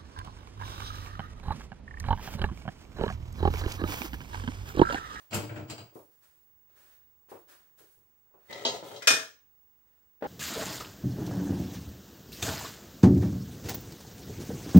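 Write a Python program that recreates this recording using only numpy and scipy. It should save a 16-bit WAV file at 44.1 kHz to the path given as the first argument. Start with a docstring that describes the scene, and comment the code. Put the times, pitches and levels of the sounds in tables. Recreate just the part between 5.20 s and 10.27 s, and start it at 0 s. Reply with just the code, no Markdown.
"""A metal pot is shoved across a gas stove's grate: jerky slips rasp, ring the wall and make the sheet body drone.
Slippers thud and brush to a cupboard; a dish drags over a shelf, its rim singing, and knocks its neighbours.
A metal utensil clatters down and the wood is bumped: each blow is a noise crack, ringing modes and a room wash.
Under it all, the bare block-walled kitchen has faint air noise and a very thin, high electrical whine, a sine.
"""
import sys
import numpy as np
from scipy import signal
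from scipy.fft import rfft, irfft, next_fast_len
from scipy.io import wavfile
from scipy.ndimage import uniform_filter1d

SR = 44100
rng = np.random.default_rng(int(sys.argv[2]) if len(sys.argv) > 2 else 0)


def generate_wav(sig):
    """Save sig (samples, or channels by samples) to the path in sys.argv[1] as 16-bit PCM at SR."""
    pcm = np.round(np.clip(np.atleast_2d(sig).T, -1, 1) * 32767).astype(np.int16)
    wavfile.write(sys.argv[1], SR, pcm)


N = 223603
TIME = np.arange(N) / SR
AGE = TIME[:SR * 3 // 4]   # time since a blow

# Shoves of the pot across the grate: [start t/s, hold/s, stove drone level/dB, rasp level/dB]
POT_SHOVES = [(0.098, 0.04, -32, -35), (0.194, 0.019, -38.5, -57), (0.268, .005, -36.5, -72),
              (0.321, 0.068, -40.5, -53), (0.462, 0.013, -41, -46.5), (0.551, 0.025, -47.5, -57.5)]
# Pot catching on the bars: [t/s, level/dB, brightness/dB per octave]
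POT_CATCHES = [(0.109, -51.5, 0.5), (0.131, -44, 9.5), (0.143, -34, 14), (0.499, -41, 3),
               (0.510, -49.5, -8.5), (0.580, -46.5, -4)]
# Ringing of the pot wall: [f/Hz, level/dB, t60/s before the cap in ring()]
POT_WALL_MODES = [(2920, -9, .25), (3110, -12.5, 0.19), (4059, -2.5, 0.24), (4720, -4, 0.4),
                  (4780, 1, 0.24), (5200, -27, 0.27), (7500, 2, .18), (7200, 4.5, 0.091), (7400, -8, 0.24),
                  (8400, -6, 0.33), (10150, -16, .2), (12100, -11, 0.14)]
# Spectrum of rasp and catches: [f/Hz, level/dB per Hz]
POT_SPECTRUM = [(200, -24), (600, 4), (1000, 3.5), (1700, -3.5), (2600, 0), (3600, -7), (4700, -5.5),
                (6000, -11.5), (7300, -7), (9200, -22), (12500, -21.5), (15500, -35), (18000, -50)]
# Grate jolting in its seat: [t/s, level/dB, brightness/dB per octave]
GRATE_JOLTS = [(0.130, -37, 3), (0.293, -43.5, -3), (0.360, -45, -2.5), (0.395, -55, 1)]
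# Ringing of the grate: [f/Hz, level/dB, t60/s before the cap in ring()]
GRATE_RINGING = [(596, 7, 0.41), (1325, 3, 0.45), (1420, 4, 0.52), (1520, -16, 0.18), (2320, -3.5, 0.32),
                 (2756, -4, 0.18)]
# Spectrum of the grate's cracks: [f/Hz, level/dB per Hz]
GRATE_SPECTRUM = [(150, -34), (600, -1), (1100, -34), (1500, 7), (1900, -1), (2400, 2.5), (4000, -12.5),
                  (9000, -37), (16000, -58)]
SHOVE_ATTACK_S, DRONE_T60_S = 0.048, 0.24
RASP_T60_S, RASP_SAG_DB_PER_S = 0.44, 155   # the rasp is strongest as the pot breaks loose


def pot():
    """Its base rasps over the bars, ringing the wall; it catches now and then and jolts the grate."""
    start_s, hold_s, drone_db, rasp_db = np.transpose(POT_SHOVES)
    drone_level = strokes(zip(start_s, hold_s, drone_db), SHOVE_ATTACK_S, DRONE_T60_S)
    rasp_level = strokes(zip(start_s, hold_s, rasp_db), SHOVE_ATTACK_S, RASP_T60_S, RASP_SAG_DB_PER_S)
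    spectrum = uneven(POT_SPECTRUM, ripple_db=5.5)
    drone = stove_drone()
    # the shaking grate presses and releases the pot, so the rasp chatters in step with it
    chatter_db = np.clip(drone.mean(axis=0), -2, 2)
    friction = slips(per_s=2500, spread_db=0.5) * amp(chatter_db)
    wall_ring = ring(POT_WALL_MODES) * fade(.25)
    singing = rms_one(signal.fftconvolve(friction, wall_ring, axes=1)[:, :N])
    rasp = rasp_level * (coloured(spectrum, friction) + amp(-11) * singing)
    catches = blows(POT_CATCHES, spectrum, crack_t60=0.15, room_db=-5, contact_s=0.00016,
                    modes=POT_WALL_MODES, modes_db=-1.5)
    jolts = blows(GRATE_JOLTS, GRATE_SPECTRUM, crack_t60=0.098, room_db=-3.5, contact_s=0.00049,
                  modes=GRATE_RINGING, modes_db=-4.5)
    return rasp + catches + jolts + drone_level * drone


# Resonances of the stove's sheet body: [f/Hz, width/Hz, level/dB]
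STOVE_PANELS = [(108.8, 4.3, 1.5), (123, 13, 1.5), (155, 28, -13), (210, 33, -3), (304, 18, -0.5),
                (395, 41, -18), (444, 7.2, -11.5), (581, 19, -10), (669, 8.8, -9), (860, 98, -14)]


def stove_drone():
    """The pot's jerks shake the grate and the sheet panels under it."""
    jerks = coloured([(100, 0.0048), (1000, 0.0066)], slips(per_s=1200, spread_db=2.5))
    panels = resonate(jerks, STOVE_PANELS)
    band = signal.butter(3, [72, 1100], "band", fs=SR, output="sos")
    return steady(signal.sosfilt(band, panels))


# Slippers landing, before the footfall offsets: [t/s, level/dB, brightness/dB per octave]
SLIPPER_STEPS = [(0.755, -42, -3), (2.116, -39, 0), (2.603, -56, -2.5), (2.772, -64.5, -10),
                 (3.139, -54.5, 0)]
# Light touch, landing and sole settling, added to each step: [t/s, level/dB, brightness/dB per octave]
FOOTFALL_PARTS = [(-.031, -20, 4), (0, -2.5, 1), (.035, -10, 2)]
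# Spectrum of the thuds: [f/Hz, level/dB per Hz]
STEP_SPECTRUM = [(40, -46), (100, -3), (220, -13), (360, 5.5), (520, 0.5), (750, -3.5), (1100, -6.5),
                 (1500, -18.5), (2500, -29), (4000, -44), (8000, -78)]
# Soles and dress brushing: [start t/s, hold/s, level/dB, brightness/dB per octave]
BRUSHES = [(-.04, 0.019, -63.5, -1), (0.725, 0.024, -60.5, 3), (0.895, 0.09, -77.5, 1.5),
           (1.006, .02, -65.5, 0), (1.127, 0.08, -77, 5), (1.47, 0.046, -73.5, -2.5),
           (1.544, 0.16, -65, -0.5), (2.076, 0.0054, -58, 0.5), (2.267, 0.035, -57.5, -1),
           (2.563, 0.022, -60, 1.1), (2.694, 0.0055, -65, 7.5), (3.177, .05, -73, -3),
           (3.241, .05, -70, -1.5), (3.637, .025, -55, 4.5), (4.641, .12, -79.5, -2)]
# Spectrum of the brushing: [f/Hz, level/dB per Hz]
BRUSH_SPECTRUM = [(150, -46.5), (250, -18.5), (377, -6), (463, -18.5), (559, -6.5), (788, -11),
                  (1730, -4.5), (2060, -10.5), (2800, -12), (15000, -13)]
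BRUSH_ATTACK_S, BRUSH_T60_S = 0.026, .53


def feet():
    """Soft soles thud on the concrete and brush over it."""
    contacts = [np.add(step, part) for step in SLIPPER_STEPS for part in FOOTFALL_PARTS]
    out = blows(contacts, STEP_SPECTRUM, crack_t60=0.19, room_db=-6.5, contact_s=0.00077)
    friction = slips(per_s=6800, spread_db=2.0)
    for start_s, hold_s, level_db, tilt_db in BRUSHES:
        level = strokes([(start_s, hold_s, level_db)], BRUSH_ATTACK_S, BRUSH_T60_S)
        out += level * coloured(BRUSH_SPECTRUM, friction, tilt_db)
    return pan(out, left_db=0.5)


# Pushes of the dish along the shelf: [start t/s, hold/s, rumble level/dB, rim singing level/dB]
DISH_PUSHES = [(3.278, .14, -45.5, -46), (3.46, .07, -41, -57), (3.617, .13, -46.5, -76.5),
               (3.793, .04, -54.5, -49.5)]
# Spectrum of the drag: [f/Hz, level/dB per Hz]
DRAG_SPECTRUM = [(50, -30.5), (95, -9.5), (260, -15.5), (400, -3.5), (560, 0.5), (760, -4.5), (1000, -11),
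                 (1500, -18.5), (2300, -23.5), (3500, -16.5), (5500, -20.5), (8000, -26.5), (10000, -34.5),
                 (16000, -35)]
# Resonances of the rubbed rim: [f/Hz, width/Hz, level/dB]
DISH_RIM = [(1960, 74, 6.5), (2022, 50, 1), (3250, 60, -13), (3680, 40, -12)]
# Dishes touching: [t/s, level/dB, brightness/dB per octave, touches]
DISH_TOUCHES = [(3.298, -48.5, -6, 1), (3.327, -40, 2, 1), (3.394, -49.5, -2, 1), (3.450, -22.5, 1, 4),
                (3.70, -51.5, -4.5, 1), (3.761, -45, 6, 1)]
# Ringing of a dish: [f/Hz, level/dB, t60/s before the cap in ring()]
DISH_RINGING = [(242, -10, .3), (399.3, -7.5, 0.57), (504.4, -9.5, 0.42), (668, 0, 0.22), (911, 3, 1),
                (1965, -17.5, .5), (2753, -12.5, .3), (3020, -16, .27), (3194, 2.5, 0.13), (3400, -5, 0.17),
                (3980, 3, 0.11), (4040, -9, 0.36), (4830, -7.5, 0.27), (5407, -10, 0.39),
                (6458, -9.5, 0.27)]
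# Spectrum of the dish cracks: [f/Hz, level/dB per Hz]
DISH_SPECTRUM = [(50, -44.5), (130, -16), (240, -3.5), (500, -1), (900, -4), (1150, -8.5), (1700, -20.5),
                 (2700, -9), (4100, -2.5), (6400, -17), (8500, -26.5), (10000, -39), (16000, -46.5)]
# Change from touch to touch: [gap/s, loss/dB, dulling/dB per octave]
DISH_REBOUND = (.0125, 3.5, .1)
PUSH_ATTACK_S, DRAG_T60_S = 0.031, 0.34
RIM_T60_S, RIM_SAG_DB_PER_S = .5, 53


def dishes():
    """A dish is dragged over the shelf in uneven jerks, its rim singing, and knocks against its neighbours."""
    start_s, hold_s, drag_db, rim_db = np.transpose(DISH_PUSHES)
    drag_level = strokes(zip(start_s, hold_s, drag_db), PUSH_ATTACK_S, DRAG_T60_S)
    rim_level = strokes(zip(start_s, hold_s, rim_db), PUSH_ATTACK_S, RIM_T60_S, RIM_SAG_DB_PER_S)
    friction = slips(per_s=1100, spread_db=-0.5)
    drag = drag_level * coloured(uneven(DRAG_SPECTRUM, ripple_db=10.5), friction)
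    rim = rim_level * steady(resonate(friction, DISH_RIM))
    spectrum = uneven(DISH_SPECTRUM, ripple_db=6)
    knocks = blows(bouncing(DISH_TOUCHES, DISH_REBOUND), spectrum, crack_t60=.06, room_db=-10,
                   contact_s=.0005, modes=DISH_RINGING, modes_db=-2)
    return drag + rim + pan(knocks, left_db=-0.4)


# Utensil tipping, then landing on each end: [t/s, level/dB, brightness/dB per octave, touches]
UTENSIL_LANDINGS = [(3.821, -37, -0.5, 1), (3.8715, -12, 1.5, 6), (3.877, -14, 0, 2)]
# Ringing of the utensil: [f/Hz, level/dB, t60/s before the cap in ring()]
UTENSIL_RINGING = [(456, -7.5, .22), (648, -4.5, .22), (1325, -9, 0.32), (1393, -0.5, 0.23),
                   (1648, -1.5, 0.17), (1699, -4, 0.28), (1818, -6, 0.47), (2256, -11.5, .3),
                   (2430, -11, 0.37), (2466, 3.5, 0.27), (3027, -4, 0.076), (3506, -4, 0.23),
                   (3990, -8, 0.26), (4665, -5, 0.31), (4776, -6.5, 0.28), (5447, -5.5, .32),
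                   (5380, -0.5, 0.29), (5566, -9.5, .25), (6360, -12.5, .3), (6030, -10, 0.37),
                   (6780, -12.5, .3), (7270, -6, 0.19), (8300, -14, .2), (8680, -6.5, 0.25),
                   (10440, -11, .23), (13814, -20.5, .2)]
# Spectrum of its cracks: [f/Hz, level/dB per Hz]
UTENSIL_SPECTRUM = [(60, -46.5), (200, -28), (450, -7), (850, -13), (1300, -2.5), (1750, 3), (2150, -6.5),
                    (3500, -3.5), (4400, -6.5), (5500, -3.5), (8300, -10.5), (10000, -19.5), (14000, -17.5),
                    (17000, -36.5)]
# Change from touch to touch: [gap/s, loss/dB, dulling/dB per octave]
UTENSIL_REBOUND = (.0312, 6.3, 1.3)


def utensil():
    """Thin metal lands on one end, then the other, and bounces."""
    spectrum = uneven(UTENSIL_SPECTRUM, ripple_db=6)
    return blows(bouncing(UTENSIL_LANDINGS, UTENSIL_REBOUND), spectrum, crack_t60=.07, room_db=-8.5,
                 contact_s=.0009, modes=UTENSIL_RINGING, modes_db=-5.5)


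# Cupboard wood bumped: [t/s, level/dB, brightness/dB per octave, touches]
WOOD_BUMPS = [(3.625, -39.5, -1.5, 1), (3.710, -44.5, 1.5, 2), (3.902, -31, -2, 2), (5.008, -56, 3.5, 1),
              (5.0215, -31, -1, 1), (5.039, -30.5, -0.5, 2)]
# Ringing of the panel: [f/Hz, level/dB, t60/s before the cap in ring()]
WOOD_RINGING = [(130, -12.5, 0.34), (277, -2.5, .3), (643, -8, 0.26), (807, 2.5, 0.11), (1415, -5.5, 0.16),
                (1730, -9, 0.2)]
# Spectrum of the bumps' cracks: [f/Hz, level/dB per Hz]
WOOD_SPECTRUM = [(41, -57), (70, -26), (188, -16), (255, -8), (330, -8), (643, -6), (700, -25), (797, -3),
                 (1030, -18.5), (1770, -21.5), (12000, -56), (15600, -94.5), (22000, -120)]
# Change from touch to touch: [gap/s, loss/dB, dulling/dB per octave]
WOOD_REBOUND = (.018, 3, .1)


def cupboard():
    """Hollow knocks of a wooden panel: a crack plus a few low, short-lived modes."""
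    return blows(bouncing(WOOD_BUMPS, WOOD_REBOUND), WOOD_SPECTRUM, crack_t60=.12, room_db=-9.0,
                 contact_s=0.00099, modes=WOOD_RINGING, modes_db=-9.0)


# Spectrum of the room's still air: [f/Hz, level/dB per Hz]
AIR_SPECTRUM = [(20, -22.5), (45, -4), (65, 4.5), (110, -1), (200, -7), (400, -8), (600, -14), (950, -8.5),
                (2000, -15.5), (4000, -23.5), (8000, -17.5), (10000, -27), (14200, -22.5), (15000, -15),
                (16500, -19.5)]
AIR_DB, WHINE_DB = -75, -67   # levels before panning
WHINE_HZ = 15625


def room_tone():
    """Faint air and a slightly wavering electrical whine from the right."""
    drift = np.interp(TIME, np.linspace(0, TIME[-1], num=24), rng.standard_normal(size=24))
    waver_db = 1.5 * rms_one(drift)
    whine = amp(WHINE_DB + waver_db) * np.sin(2 * np.pi * WHINE_HZ * TIME)
    air = amp(AIR_DB) * noise(AIR_SPECTRUM, N)
    return pan(air, left_db=3.5) + pan(whine, left_db=-18)


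ROOM_T60_S, WALL_CUT_HZ = 0.33, 19000


def blows(events, colour, crack_t60, room_db, contact_s, modes=None, modes_db=0):
    """Each blow: a crack of dense short modes, the body's clear modes, and the duller wash from the walls."""
    out = np.zeros((2, N))
    walls = signal.butter(1, WALL_CUT_HZ, fs=SR)
    swell = (1 - np.exp(-AGE / contact_s)) ** 2   # the contact builds up smoothly
    for s, level_db, tilt_db in events:
        crack = noise(colour, len(AGE), tilt_db) * fade(crack_t60)
        wash = signal.lfilter(*walls, noise(colour, len(AGE), tilt_db))
        wash = wash * fade(ROOM_T60_S) * (1 - fade(0.031))   # the wash swells in behind the crack
        clear = amp(modes_db) * ring(modes, tilt_db) if modes else 0
        add(out, s, amp(level_db) * swell * (crack + amp(room_db) * wash + clear))
    return out


def bouncing(events, bounce):
    """A knock repeats at even gaps, weaker and duller each time."""
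    gap_s, loss_db, dull_db = bounce
    return [(s + k * gap_s, level_db - k * loss_db, tilt_db - k * dull_db)
            for s, level_db, tilt_db, touches in events
            for k in range(round(touches))]


def strokes(rows, attack_s, t60, sag_db_per_s=0):
    """Level of a series of rubs: each swells, holds or sags while the motion lasts, then dies away."""
    power = 0
    for s, hold_s, level_db in rows:
        age = TIME - s - attack_s
        sag_db = sag_db_per_s * np.clip(age, 0, hold_s)
        decay_db = 60 * np.maximum(age - hold_s, 0) / t60
        swell = np.clip(1 + age / attack_s, 0, 1) ** 2
        power = power + (swell * amp(level_db - sag_db - decay_db)) ** 2
    return np.sqrt(power)


def slips(per_s, spread_db):
    """Stick-slip: tiny jerks at random moments, of uneven size and either sign."""
    sizes = amp(spread_db * np.minimum(rng.exponential(1, (2, N)), 4))
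    signs = rng.choice([-1, 1], (2, N))
    return sizes * signs * (rng.random((2, N)) < per_s / SR)


def resonate(drive, resonances):
    """Pass a drive through parallel resonances of given width and level."""
    return sum(amp(level_db) * rms_one(signal.lfilter(*signal.iirpeak(hz, hz / width_hz, fs=SR), drive))
               for hz, width_hz, level_db in resonances)


def steady(x):
    """The hand's even push keeps a rubbed body's swing near rms 1."""
    return x / np.sqrt(uniform_filter1d(np.mean(x ** 2, axis=0), size=1200) + 1e-12)


def uneven(colour, ripple_db):
    """A body's countless weak modes cut narrow peaks and dips into its spectrum."""
    hz = np.arange(40, SR / 2, 65)
    depth_db = ripple_db * hz / (hz + 700)   # shallower in the bass
    ripple = np.clip(rng.standard_normal(len(hz)), -2, 1)
    return np.column_stack([hz, at_hz(colour, hz) + depth_db * ripple])


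# Stereo agreement of the two channels: [f/Hz, left-right likeness/1]
STEREO_LIKENESS = [(100, 1), (250, 0.57), (500, .75), (1200, 0.078), (3000, 0.039), (7000, 0.088),
                   (15000, 0)]
LONGEST_RING_S = .38


def ring(modes, tilt_db=0):
    """Free ringing of a body, rms 1 at the start; high modes reach the two sides out of step."""
    hz, level_db, t60 = np.transpose(modes)
    t60 = np.clip(t60, .01, LONGEST_RING_S)   # the hand and the supports damp every mode
    gain = amp(level_db + tilt_db * np.log2(hz))
    apart = np.arccos(np.clip(at_hz(STEREO_LIKENESS, hz), -1, 1)) * rng.choice([-1, 1], len(hz))
    phase = rng.uniform(0, 2 * np.pi, len(hz)) + np.outer([.5, -.5], apart)
    waves = np.sin(2 * np.pi * np.outer(hz, AGE) + phase[..., None])
    waves = waves * np.exp(-np.log(1000) * AGE / t60[:, None])
    return gain @ waves / np.sqrt(np.sum(gain ** 2) / 2)


def coloured(colour, drive, tilt_db=0):
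    """Give two unrelated drives a spectrum; the channels agree in the bass and part in the treble."""
    size = drive.shape[1]
    padded = next_fast_len(size)
    hz = np.maximum(np.fft.rfftfreq(padded, 1 / SR), 1)
    alike = np.clip(at_hz(STEREO_LIKENESS, hz), -1, 1)
    mid, side = rfft(drive, padded)
    both = np.sqrt(1 + alike) * mid + np.sqrt(1 - alike) * side * [[1], [-1]]
    gain = amp(at_hz(colour, hz) + tilt_db * np.log2(hz))
    return rms_one(irfft(both * gain, padded)[:, :size])


def noise(colour, size, tilt_db=0):
    """Stereo noise of a given spectrum."""
    return coloured(colour, rng.standard_normal((2, size)), tilt_db)


def fade(t60):
    """Exponential decay after a blow."""
    return np.exp(-np.log(1000) * AGE / t60)


def amp(db):
    """Decibels to gain."""
    return 10 ** (np.asarray(db) / 20)


def rms_one(x):
    """Scale to unit rms."""
    return x / np.sqrt(np.mean(x ** 2) + 1e-20)


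def at_hz(points, hz):
    """Read a table on a log-frequency axis."""
    f, value = np.transpose(points)
    return np.interp(np.log(hz), np.log(f), value)


def add(out, s, sound):
    """Mix a sound in from time s."""
    start = min(round(s * SR), N)
    out[:, start:start + sound.shape[1]] += sound[:, :N - start]


def pan(x, left_db):
    """Lean a sound to the left (to the right if negative)."""
    return x * amp([[left_db / 2], [-left_db / 2]])


# Leftward lean of the handling sounds: [f/Hz, left minus right level/dB]
HANDLING_LEAN = [(100, 0), (400, 2), (1000, 3), (3000, 3), (6500, 0), (11000, 2.5)]


def scene():
    """Everything in the kitchen; the handling sounds lean left by an amount that varies with frequency."""
    handling = pot() + feet() + dishes() + utensil() + cupboard()
    padded = next_fast_len(N + len(AGE))
    lean_db = at_hz(HANDLING_LEAN, np.maximum(np.fft.rfftfreq(padded, 1 / SR), 1))
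    leaning = rfft(handling, padded) * amp(np.outer([.5, -.5], lean_db))
    return irfft(leaning, padded)[:, :N] + room_tone()


CUTOFF_HZ = 16000


def record(dry):
    """The microphone drops the deepest bass; the top is cut steeply."""
    thin = signal.sosfilt(signal.butter(1, 35, "high", fs=SR, output="sos"), dry)
    return signal.sosfilt(signal.ellip(12, .1, 90, CUTOFF_HZ, fs=SR, output="sos"), thin)


dry = scene()
out = record(dry)
generate_wav(out)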